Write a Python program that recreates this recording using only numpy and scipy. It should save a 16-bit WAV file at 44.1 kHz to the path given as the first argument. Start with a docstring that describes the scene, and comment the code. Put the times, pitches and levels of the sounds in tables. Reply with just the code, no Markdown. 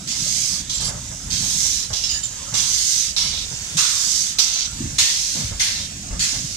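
"""A thin leak of steam hisses and whistles over the rumble of wheels, and at once the first long puff bursts in.
A steam tank engine is rolling slowly past: long and short puffs alternate, two to a turn of the wheels.
Noise is coloured into steam, with a burst, a driven jet and spitting drops in each puff. Hard strokes add a chuff,
and some rods squeak or screech. Rumble and grinding are filtered noise; thuds and clanks are noise in resonances.
The strokes and the running gear leave a short faint echo around the station."""
import sys
import numpy as np
from scipy import signal
from scipy.fft import rfft, irfft
from scipy.io import wavfile
from scipy.ndimage import uniform_filter1d, map_coordinates

SR = 44100
rng = np.random.default_rng(int(sys.argv[2]) if len(sys.argv) > 2 else 0)


def wav_out(sig):
    """Save sig, one row per channel (or a flat mono array), as 16-bit PCM at SR to the path in sys.argv[1]."""
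    wavfile.write(sys.argv[1], SR, np.round(np.clip(np.atleast_2d(sig).T, -1, 1) * 32767).astype(np.int16))


N = 289665
TIME = np.arange(N) / SR
BINS = np.fft.rfftfreq(N, 1 / SR)

# how alike the noise is at the two ears: (frequency [Hz], left-right correlation [-1 to 1])
EAR_LIKENESS = [(30, 1), (70, 0.95), (140, 0.93), (290, 0.78), (420, -0.099), (580, -0.17), (800, -0.37),
                (1100, 0.35), (2000, 0.11), (3500, 0.024)]
# the engine's passage: (time [s], lead of the left ear [ms], leftward shift of the puffs [dB])
PASSAGE = [(0, 0.0067, 1), (2.4, 0.045, 0), (3.6, 0.15, 1), (4.3, 0.35, 0.5), (4.85, 0.41, 3),
           (5.4, 0.48, 5), (6.57, 0.33, 3.5)]

# the steady leak: (time [s], level [dB], lift of its low side [dB])
LEAK = [(0, -39, 2), (0.65, -38.5, 5), (1.15, -35.5, -1), (2.4, -34, 0), (3.15, -35.5, 0.5), (3.65, -32, 3),
        (4.35, -36, 3), (4.85, -33.5, 1), (5.55, -36, 2.5), (6.05, -36.5, 2), (6.57, -39.5, 5.5)]
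# its colour: (frequency [Hz], relative level [dB per Hz])
LEAK_COLOUR = [(710, -13.5), (1200, -19), (1310, -15), (1800, -9), (1950, -10.5), (2120, -10.5), (3470, -5),
               (3630, -2), (3950, -5.5), (6410, 2.5), (7370, 0.5), (7940, -0.5), (9530, -10.5),
               (15600, -26.5)]
# its place between the ears: (frequency [Hz], left minus right [dB])
LEAK_SIDE = [(1200, 3.5), (2500, -1), (4500, -6), (6500, -12), (8500, -3), (11000, 2), (15000, 1)]
# its whistles: (pitch [Hz], width [Hz], level before wavering [dB])
LEAK_WHISTLES = [(6350, 70, -48), (7730, 50, -51)]

# rolling wheels, before the trims and the slow rise and fall in wheels():
# (time [s], deep rumble [dB], drumming of the frames [dB], grinding on the rail [dB])
ROLLING = [(0.0, -50, -40.5, -53), (0.58, -45.5, -44, -54), (1.04, -38.5, -41.5, -50),
           (1.28, -44, -40.5, -50.5), (2.08, -43, -48, -56), (2.52, -40.5, -43.5, -51),
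           (2.91, -49, -51.5, -63.5), (3.44, -41, -45.5, -56), (3.91, -51, -52.5, -50.5),
           (4.15, -49, -43.5, -54), (4.57, -51, -54, -54), (4.83, -38, -40, -50), (5.1, -50, -51, -55),
           (6.11, -41, -39.5, -53), (6.57, -43.5, -43, -55.5)]
# colour of the rumble and of the grinding: (frequency [Hz], relative level [dB per Hz])
RUMBLE_COLOUR = [(12, -26), (22, -5), (40, 1.5), (60, 5.5), (80, 1), (150, -4), (220, -8), (300, -14),
                 (380, -25), (500, -25), (900, -70)]
GRIND_COLOUR = [(200, -8), (350, -21), (550, 6), (800, -0.5), (1200, 2.5), (1800, -5), (3000, -3),
                (6000, -27)]
# slight rise and fall of the rumble level, timed to the long puffs; its top as a share of
# the time from one long puff to the next
RISE_AND_FALL_DB, RISE_TOP = 0.2, 0.8

# heavy thuds of the running gear:
# (time [s], length, held for half of it [s], boom level [dB], boom pitch [Hz], clank level [dB])
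THUDS = [ (0.8, 0.14, -35.5, 112, -43), (0.882, 0.054, -39, 150, -38), (0.941, 0.061, -34.5, 119, -43),
         (1.11, 0.04, -38, 125, -45), (1.255, 0.088, -33, 95, -52), (1.422, 0.1, -39.5, 218, -44),
         (1.555, 0.035, -32.5, 145, -57), (1.9, 0.07, -32.5, 85, -40), (2.521, 0.05, -35.5, 130, -40.5),
         (3.235, 0.053, -40, 140, -45), (3.321, 0.043, -41, 79, -45), (3.51, 0.058, -34.5, 111, -47),
         (3.742, 0.042, -31.5, 162, -58), (4.802, 0.11, -30.5, 270, -62), (4.81, 0.28, -34, 105, -58),
         (5.352, 0.15, -33, 202, -43.5), (5.421, 0.075, -30, 85, -59), (5.508, 0.059, -26, 73, -42.5),
         (6.102, 0.1, -26, 61, -43.5), (6.325, 0.024, -37.5, 199, -50), (6.44, 0.025, -28.5, 136, -60)]
# resonances of the ironwork: (pitch [Hz], width [Hz], relative level [dB])
IRON = [(397, 280, 0), (517, 120, 4.5), (653, 52, -3.5), (884, 130, 6), (1280, 190, 0), (1670, 90, 3.5),
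        (2090, 70, 1.5)]
# light knocks: rate, length and middle boom pitch; boom level is re the ROLLING drumming, clank likewise
KNOCKS_PER_S, KNOCK_S, KNOCK_HZ = 3, 0.039, 118
KNOCK_DB, KNOCK_CLANK_DB = 2.5, -6.5

# screeches of a dry rod sliding in its gland: (time [s], length [s], level [dB], centre pitch [Hz])
SCREECHES = [(0.805, 0.044, -26, 7600), (0.845, 0.055, -28.5, 8230), (2.034, 0.037, -26, 5700),
             (2.091, 0.11, -30.5, 5920), (2.229, 0.039, -30.5, 5600)]
# clear squeaks and whistles in the strokes: (time [s], length [s], pitch [Hz], width [Hz], level [dB])
SQUEAKS = [ (0.735, 0.057, 7300, 50, -28), (0.847, 0.058, 7440, 120, -31), (0.849, 0.047, 4840, 35, -32),
           (2.031, 0.049, 5400, 50, -26), (2.087, 0.099, 4930, 40, -28.5), (2.09, 0.095, 2850, 110, -39.5),
           (2.091, 0.11, 6920, 80, -28.5), (2.134, 0.084, 1754, 60, -45), (2.232, 0.045, 7180, 35, -26.5),
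           (3.162, 0.03, 3950, 196, -27.5), (3.318, 0.14, 3790, 161, -34.5), (4.384, 0.018, 4015, 397, -22),
           (4.522, 0.11, 6090, 129, -29)]
# low chuff of a hard stroke: (time [s], level before the decay [dB], pitch [Hz], decay time constant [s])
CHUFFS = [(2.54, -39, 1080, 0.12), (3.776, -33, 1400, 0.16), (4.388, -49.5, 1260, 0.23),
          (4.984, -39, 2550, 0.069), (5.6, -31, 2350, 0.14), (6.201, -40.5, 1980, 0.11)]

# long stroke, once in each turn of the wheels, before the trim in cylinders():
# (time [s], length [s], time to the top of the burst [s], burst level [dB], jet level [dB],
#  hollow low part re level [dB], fizz re level [dB])
LONG_PUFFS = [ (0.073, 0.58, 0.038, -25.5, -22, -4.5, -11.5), (1.303, 0.59, 0.045, -24.5, -21, -4, -10.5),
              (2.539, 0.61, 0.047, -20.5, -19.5, -4.5, -11.5), (3.769, 0.6, 0.027, -16.8, -21, -5, -11),
              (4.983, 0.56, 0.0065, -14.5, -24.5, -2.5, -12.5), (6.193, 0.59, 0.043, -19.5, -30.5, -5, -13)]
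# short stroke, also before the trim: (time [s], length [s], time to the top of the burst [s],
#  burst level [dB], jet level [dB], hollow low part re level [dB], fizz re level [dB])
SHORT_PUFFS = [ (0.694, 0.24, 0.006, -26.5, -29.5, -5, -11), (1.929, 0.27, 0.0067, -24, -32.5, -5.5, -12.5),
               (3.163, 0.32, 0.022, -21, -33, -2, -12.5), (4.385, 0.32, 0.0031, -16, -26, -5.5, -12.5),
               (5.595, 0.3, 0.019, -19.5, -33.5, -3, -9.5)]
# colour of each stroke: (frequency [Hz], relative level [dB per Hz])
LONG_COLOUR = [(350, -63), (700, -30), (1200, -21.5), (1700, -20), (2200, -15), (2650, -12), (3600, -6),
               (4800, -0.5), (6260, 1), (7900, -5), (9500, -12.5), (11500, -21), (14000, -24), (15600, -35)]
SHORT_COLOUR = [(350, -64), (700, -22), (1300, -16), (1700, -23.5), (2200, -12.5), (2600, -9), (3480, -1),
                (4330, 2.5), (5930, 4), (7900, -8), (9500, -12), (11500, -23.5), (14400, -28), (15600, -38)]
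# place of each stroke between the ears: (frequency [Hz], left minus right [dB])
LONG_SIDE = [(700, 4.5), (1300, -0.5), (2000, 2), (2800, -5), (4200, -6), (6400, -13), (8000, -9),
             (9800, 0.5), (15000, -0.5)]
SHORT_SIDE = [(700, 5), (2000, 3), (3200, -5.5), (4500, -8), (6500, -13.5), (8500, -6), (11000, 1.5),
              (15000, -2)]
# hollows between the frames colour every puff: (frequency [Hz], half width [Hz], lift or cut [dB])
HOLLOWS = [(1170, 86, -6), (1680, 29, 5.5), (2123, 58, 6), (3580, 35, 2), (3640, 23, -3), (5930, 130, 0.5)]
# the burst starts this far under its top, then dies away as the trapped steam is spent
OPENING_DB, SPENT_DB_PER_S = 4, 67

EDGE_HZ = 15750  # upper limit of the whole sound


def amp(db):
    """Turns decibels into an amplitude factor."""
    return 10 ** (np.asarray(db) / 20)


def evened(x):
    """Scales a sound, or the middle of a stereo pair, to rms 1."""
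    middle = np.atleast_2d(x).mean(0)
    return x / np.sqrt(np.mean(middle ** 2) + 1e-20)


def read(points, hz):
    """Reads a table along a log-frequency axis."""
    f, value = np.transpose(points)[:2]
    return np.interp(np.log(hz + 1), np.log(f + 1), value)


def follow(rows, t=TIME):
    """Reads every column of a curve at the times t."""
    s, *columns = np.transpose(rows)
    return [np.interp(t, s, column) for column in columns]


def add(mix, s, sound):
    """Lays a stereo sound into the mix at s seconds, cut off at the end of the mix."""
    part = mix[:, max(round(s * SR), 0):][:, :sound.shape[1]]
    part += sound[:, :part.shape[1]]


def shaped(x, gain):
    """Filters by a gain on an even frequency grid from 0 to SR / 2."""
    return irfft(rfft(x) * gain, x.shape[-1])


def lowpass(f, hz):
    """Steep low-pass gain; one minus it is the matching high-pass."""
    return 1 / (1 + (f / hz) ** 8)


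def wander(n, hz):
    """Slow random motion, scaled to rms 1 over the whole scene and cut to n samples."""
    motion = shaped(rng.standard_normal(N), 1 / (1 + (BINS / hz) ** 2))
    return evened(motion)[:n]


def sides(db):
    """Left and right gains for a level difference."""
    return amp(np.array([db, -db]) / 2)


def pair(n):
    """Noise at two ears, alike in the bass and almost unrelated in the treble."""
    same = np.clip(read(EAR_LIKENESS, np.fft.rfftfreq(n, 1 / SR)), -1, 1)
    a, b = rng.standard_normal((2, n))
    right = shaped(a, same) + shaped(b, np.sqrt(1 - same ** 2))
    return np.array([a, right])


def ringing(n, modes):
    """Noise in a set of resonances, each (pitch [Hz], width [Hz], level [dB])."""
    f = np.fft.rfftfreq(n, 1 / SR)
    gain = sum(amp(db) / np.sqrt(width) / (1 + ((f - hz) / width) ** 2) for hz, width, db in modes)
    return evened(shaped(pair(n), gain))


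def eddies(x, patchy_db, size):
    """Turbulence lifts and sinks patches of the spectrum; size is (bins, frames)."""
    z = signal.stft(x, nperseg=512, noverlap=384)[2]
    patches = uniform_filter1d(rng.standard_normal(z.shape), size[0], 1)
    patches = uniform_filter1d(patches, size[1], 2)
    stirred = z * amp(patchy_db * patches / patches.std())
    return signal.istft(stirred, nperseg=512, noverlap=384)[1][:, :x.shape[1]]


def station(x, t60=0.48, delay=0.011):
    """Carriages, fence and canopy scatter a short echo: sparse random taps that die away."""
    t = np.arange(SR // 2) / SR
    scattered = rng.random((2, len(t))) < 2000 / SR  # about 2000 reflections a second
    taps = rng.standard_normal((2, len(t))) * scattered * (t > delay) * amp(-60 * t / t60)
    taps = taps / np.linalg.norm(taps, axis=1, keepdims=True)
    return signal.fftconvolve(x, taps, axes=1)[:, :N]


def leak(direct=0.33, whistle_waver_db=3.0, low_hz=4800):
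    """A steady thin jet in plain view: its direct share reaches the left ear early, as PASSAGE sets."""
    lead_ms = follow(PASSAGE)[0]
    level_db, full_db = follow(LEAK)
    jet = rng.standard_normal(N)
    early = map_coordinates(jet, [np.arange(N) + lead_ms * SR / 1000], mode="wrap")
    share = np.clip(direct, 0, 1)  # the rest is unrelated at the two ears
    air = np.sqrt(share) * np.array([early, jet]) + np.sqrt(1 - share) * rng.standard_normal((2, N))
    place = sides(read(LEAK_SIDE, BINS))
    turbulent = eddies(air, patchy_db=2.5, size=(3, 40))
    hiss = evened(shaped(turbulent, amp(read(LEAK_COLOUR, BINS)) * place))
    hiss = hiss + (amp(full_db) - 1) * shaped(hiss, lowpass(BINS, low_hz))
    whistles = np.zeros((2, N))
    for hz, width, db in LEAK_WHISTLES:
        tone = evened(shaped(ringing(N, [(hz, width, 0)]), place))
        whistles += amp(db + whistle_waver_db * wander(N, hz=1.3)) * tone
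    return hiss * amp(level_db) + whistles


def slow_rise_and_fall():
    """Slight slow rise and fall of the rumble level, timed to the long puffs and lower while they are loud."""
    starts = [row[0] for row in LONG_PUFFS]
    cycles = (TIME - starts[0]) / np.mean(np.diff(starts))
    return amp(RISE_AND_FALL_DB * np.cos(2 * np.pi * (cycles - RISE_TOP)))


def wheels(deep_db=2.5, body_db=1.0, grind_db=1.2, lumpy_db=2, gritty_db=2, split_hz=110):
    """Heavy wheels shake the track and the frames, and grind along the rail."""
    deep_level, body_level, grind_level = follow(ROLLING)
    lumpy = pair(N) * amp(lumpy_db * wander(N, hz=8.0))
    shake = shaped(lumpy, amp(read(RUMBLE_COLOUR, BINS)))
    deep = shaped(shake, lowpass(BINS, split_hz))
    rumble = evened(deep) * amp(deep_level + deep_db)
    drumming = evened(shake - deep) * amp(body_level + body_db)
    grit = eddies(pair(N), patchy_db=7.0, size=(2, 30)) * amp(gritty_db * wander(N, hz=50))
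    # the grinding leans left, and follows half the shift of the puffs
    place = sides(1.6 + follow(PASSAGE)[1] / 2)
    grind = evened(shaped(grit, amp(read(GRIND_COLOUR, BINS))) * place)
    return (rumble + drumming + grind * amp(grind_level + grind_db)) * slow_rise_and_fall()


def knocks(spread_db=3, octaves=0.71):
    """Light knocks of loose parts, each at its own moment and pitch, harder when the frames drum."""
    rows = []
    chances = rng.uniform(-1, 1, (round(KNOCKS_PER_S * N / SR), 3))
    for k, (when, force, pitch) in enumerate(chances):
        s = (k + (1 + when) / 2) / KNOCKS_PER_S  # one in each equal slot of time
        db = follow(ROLLING, s)[1] + spread_db * force
        hz = KNOCK_HZ * 2 ** (octaves * pitch)
        rows.append((s, KNOCK_S, db + KNOCK_DB, hz, db + KNOCK_CLANK_DB))
    return rows


def gear(rise=0.0034, tail=0.017, iron_tail=0.026, boom_width=0.4, dull_hz=350):
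    """Slack rods and axle boxes take up the load: a dull shuddering boom with a clank of iron."""
    out = np.zeros((2, N))
    t = np.arange(SR // 2) / SR
    dull = lowpass(np.fft.rfftfreq(len(t), 1 / SR), dull_hz)
    for s, length, db, hz, clank_db in list(THUDS) + knocks():
        after = np.maximum(t - length / 2, 0)
        boom = evened(shaped(ringing(len(t), [(hz, boom_width * hz, 0)]), dull))
        boom = boom * np.exp(-after / tail)
        clank = ringing(len(t), IRON) * np.exp(-after / iron_tail)
        add(out, s, np.minimum(t / rise, 1) * (amp(db) * boom + amp(clank_db) * clank))
    return out


def screeches(count=7, octaves_below=1.0, octaves_above=0.403, width_hz=70, rasp_db=4, rasp_hz=2200,
              rise=0.003, fall_db=7, tail=0.012, side_db=-8):
    """The rod catches at once: a cluster of thin, chance pitches over a wide rasp, fading as it slides on."""
    out = np.zeros((2, N))
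    t = np.arange(SR // 4) / SR
    for s, length, db, centre in SCREECHES:
        spread = (np.arange(count) + rng.random(count)) / count
        pitches = centre * 2 ** ((octaves_below + octaves_above) * spread - octaves_below)
        thin = [(hz, width_hz, 0) for hz in pitches]
        cry = ringing(len(t), thin + [(centre, rasp_hz, rasp_db)])
        fading = amp(-fall_db * t / length) * np.exp(-np.maximum(t - length, 0) / tail)
        slide = np.minimum(t / rise, 1) * fading
        add(out, s, amp(db) * slide * evened(cry * sides(np.full(len(t), side_db))))
    return out


def squeaks(side_db=-9, fade=0.24, sag=0.0196, rough_db=3.0, fall_db=4):
    """Brief whistles where steam squeezes past the sliding rods; each is unsteady and sags in pitch."""
    out = np.zeros((2, N))
    for s, length, hz, width, db in SQUEAKS:
        n = round(length * SR)
        turns = np.cumsum(hz * (1 + sag * np.linspace(.5, -.5, n))) / SR
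        # a random walk of the phase gives the line its width
        drift = np.cumsum(rng.standard_normal((2, n)), 1) * np.sqrt(2 * np.pi * width / SR)
        unsteady = amp(rough_db * wander(n, hz=150) - fall_db * np.linspace(0, 1, n))
        tone = np.sin(2 * np.pi * turns + drift) * unsteady
        ends = signal.windows.tukey(n, np.clip(fade, 0, 1))
        add(out, s, amp(db) * evened(tone * sides(np.full(n, side_db))) * ends)
    return out


def chuffs(rise=0.0046, octaves=0.63, side_db=3):
    """The first rush of a hard stroke sounds the hollow under the boiler."""
    out = np.zeros((2, N))
    t, f = np.arange(SR) / SR, np.fft.rfftfreq(SR, 1 / SR)
    for s, db, hz, decay in CHUFFS:
        hollow = np.exp(-(np.log2((f + 1) / hz) / octaves) ** 2)
        turbulent = eddies(pair(SR), patchy_db=3.5, size=(2, 60))
        rush = shaped(turbulent, hollow * sides(np.full(len(f), side_db)))
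        add(out, s, amp(db) * evened(rush) * np.minimum(t / rise, 1) * np.exp(-t / decay))
    return out


def stroke(t, length, top_s, burst_db, jet_db, skew, fullness):
    """A burst of trapped steam dies away while the piston drives a jet that swells and shuts.
    Gives the level, and how far the jet has taken over (0-1)."""
    opening = OPENING_DB * np.maximum(1 - t / top_s, 0)
    spent = SPENT_DB_PER_S * np.maximum(t - top_s, 0)
    burst = amp(burst_db - opening - spent)
    flow = abs(np.sin(np.pi * (t / length) ** skew)) ** fullness
    level = np.hypot(burst, amp(jet_db) * flow)
    return level, flow * (1 - (burst / level) ** 2)


def puff(row, colour, side, rise, skew, fullness, thin_db, dull_db, close=0.041,
         spits_per_s=1500, spit_db=6, flutter_db=0.5, low_hz=4300, high_hz=8500):
    """A valve opens at once on a jet of steam that carries spitting drops of water."""
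    start, length, top_s, burst_db, jet_db, hollow_db, fizz_db = row
    t = np.arange(0, length, 1 / SR)
    n, f = len(t), np.fft.rfftfreq(len(t), 1 / SR)
    level, driven = stroke(t, length, top_s, burst_db, jet_db, skew, fullness)
    spits = amp(spit_db) * rng.standard_normal((2, n)) * (rng.random((2, n)) < spits_per_s / SR)
    jet = eddies(pair(n) + spits, patchy_db=3.0, size=(2, 50))
    lift_db = sum(db / (1 + ((f - hz) / width) ** 2) for hz, width, db in HOLLOWS)
    jet = shaped(jet, amp(read(colour, f) + lift_db) * sides(read(side, f)))
    # thin_db and dull_db change the low part and the fizz as the driven jet takes over
    low, high = lowpass(f, low_hz), 1 - lowpass(f, high_hz)
    body = evened(shaped(jet, 1 - low - high))
    hollow = amp(hollow_db + thin_db * driven) * evened(shaped(jet, low))
    fizz = amp(fizz_db + dull_db * driven) * evened(shaped(jet, high))
    valve = np.clip(t / rise, 0, 1) * np.clip((length - t) / close, 0, 1)
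    shift = sides(follow(PASSAGE, start + t)[1])
    flutter = amp(flutter_db * wander(n, hz=60))
    return start, (body + hollow + fizz) * level * valve * shift * flutter


def cylinders(long_db=-2.5, short_db=-2.5):
    """Wet steam escapes at every piston stroke: long and short puffs in turn, two to a turn of the wheels."""
    out = np.zeros((2, N))
    for row in LONG_PUFFS:
        s, steam = puff(row, LONG_COLOUR, LONG_SIDE, rise=0.0012, skew=1.22, fullness=0.86,
                        thin_db=-7.0, dull_db=-0.2)
        add(out, s, amp(long_db) * steam)
    for row in SHORT_PUFFS:
        s, steam = puff(row, SHORT_COLOUR, SHORT_SIDE, rise=0.0022, skew=1.73, fullness=0.7,
                        thin_db=1.1, dull_db=-13)
        add(out, s, amp(short_db) * steam)
    return out


def scene(echo_db=-15):
    """Strokes and running gear with their echo, over the leak and the wheels, which have none."""
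    strokes = cylinders() + chuffs() + squeaks() + screeches() + gear()
    return strokes + amp(echo_db) * station(strokes) + leak() + wheels()


def record(dry):
    """Rounds off the highest peaks, then cuts the treble above the band limit."""
    rounded = dry / (1 + (dry / .88) ** 6) ** (1 / 6)
    band = signal.firwin(511, EDGE_HZ, window=("kaiser", 9), fs=SR)
    return signal.oaconvolve(rounded, band[None], "same")


dry = scene()
out = record(dry)
wav_out(out)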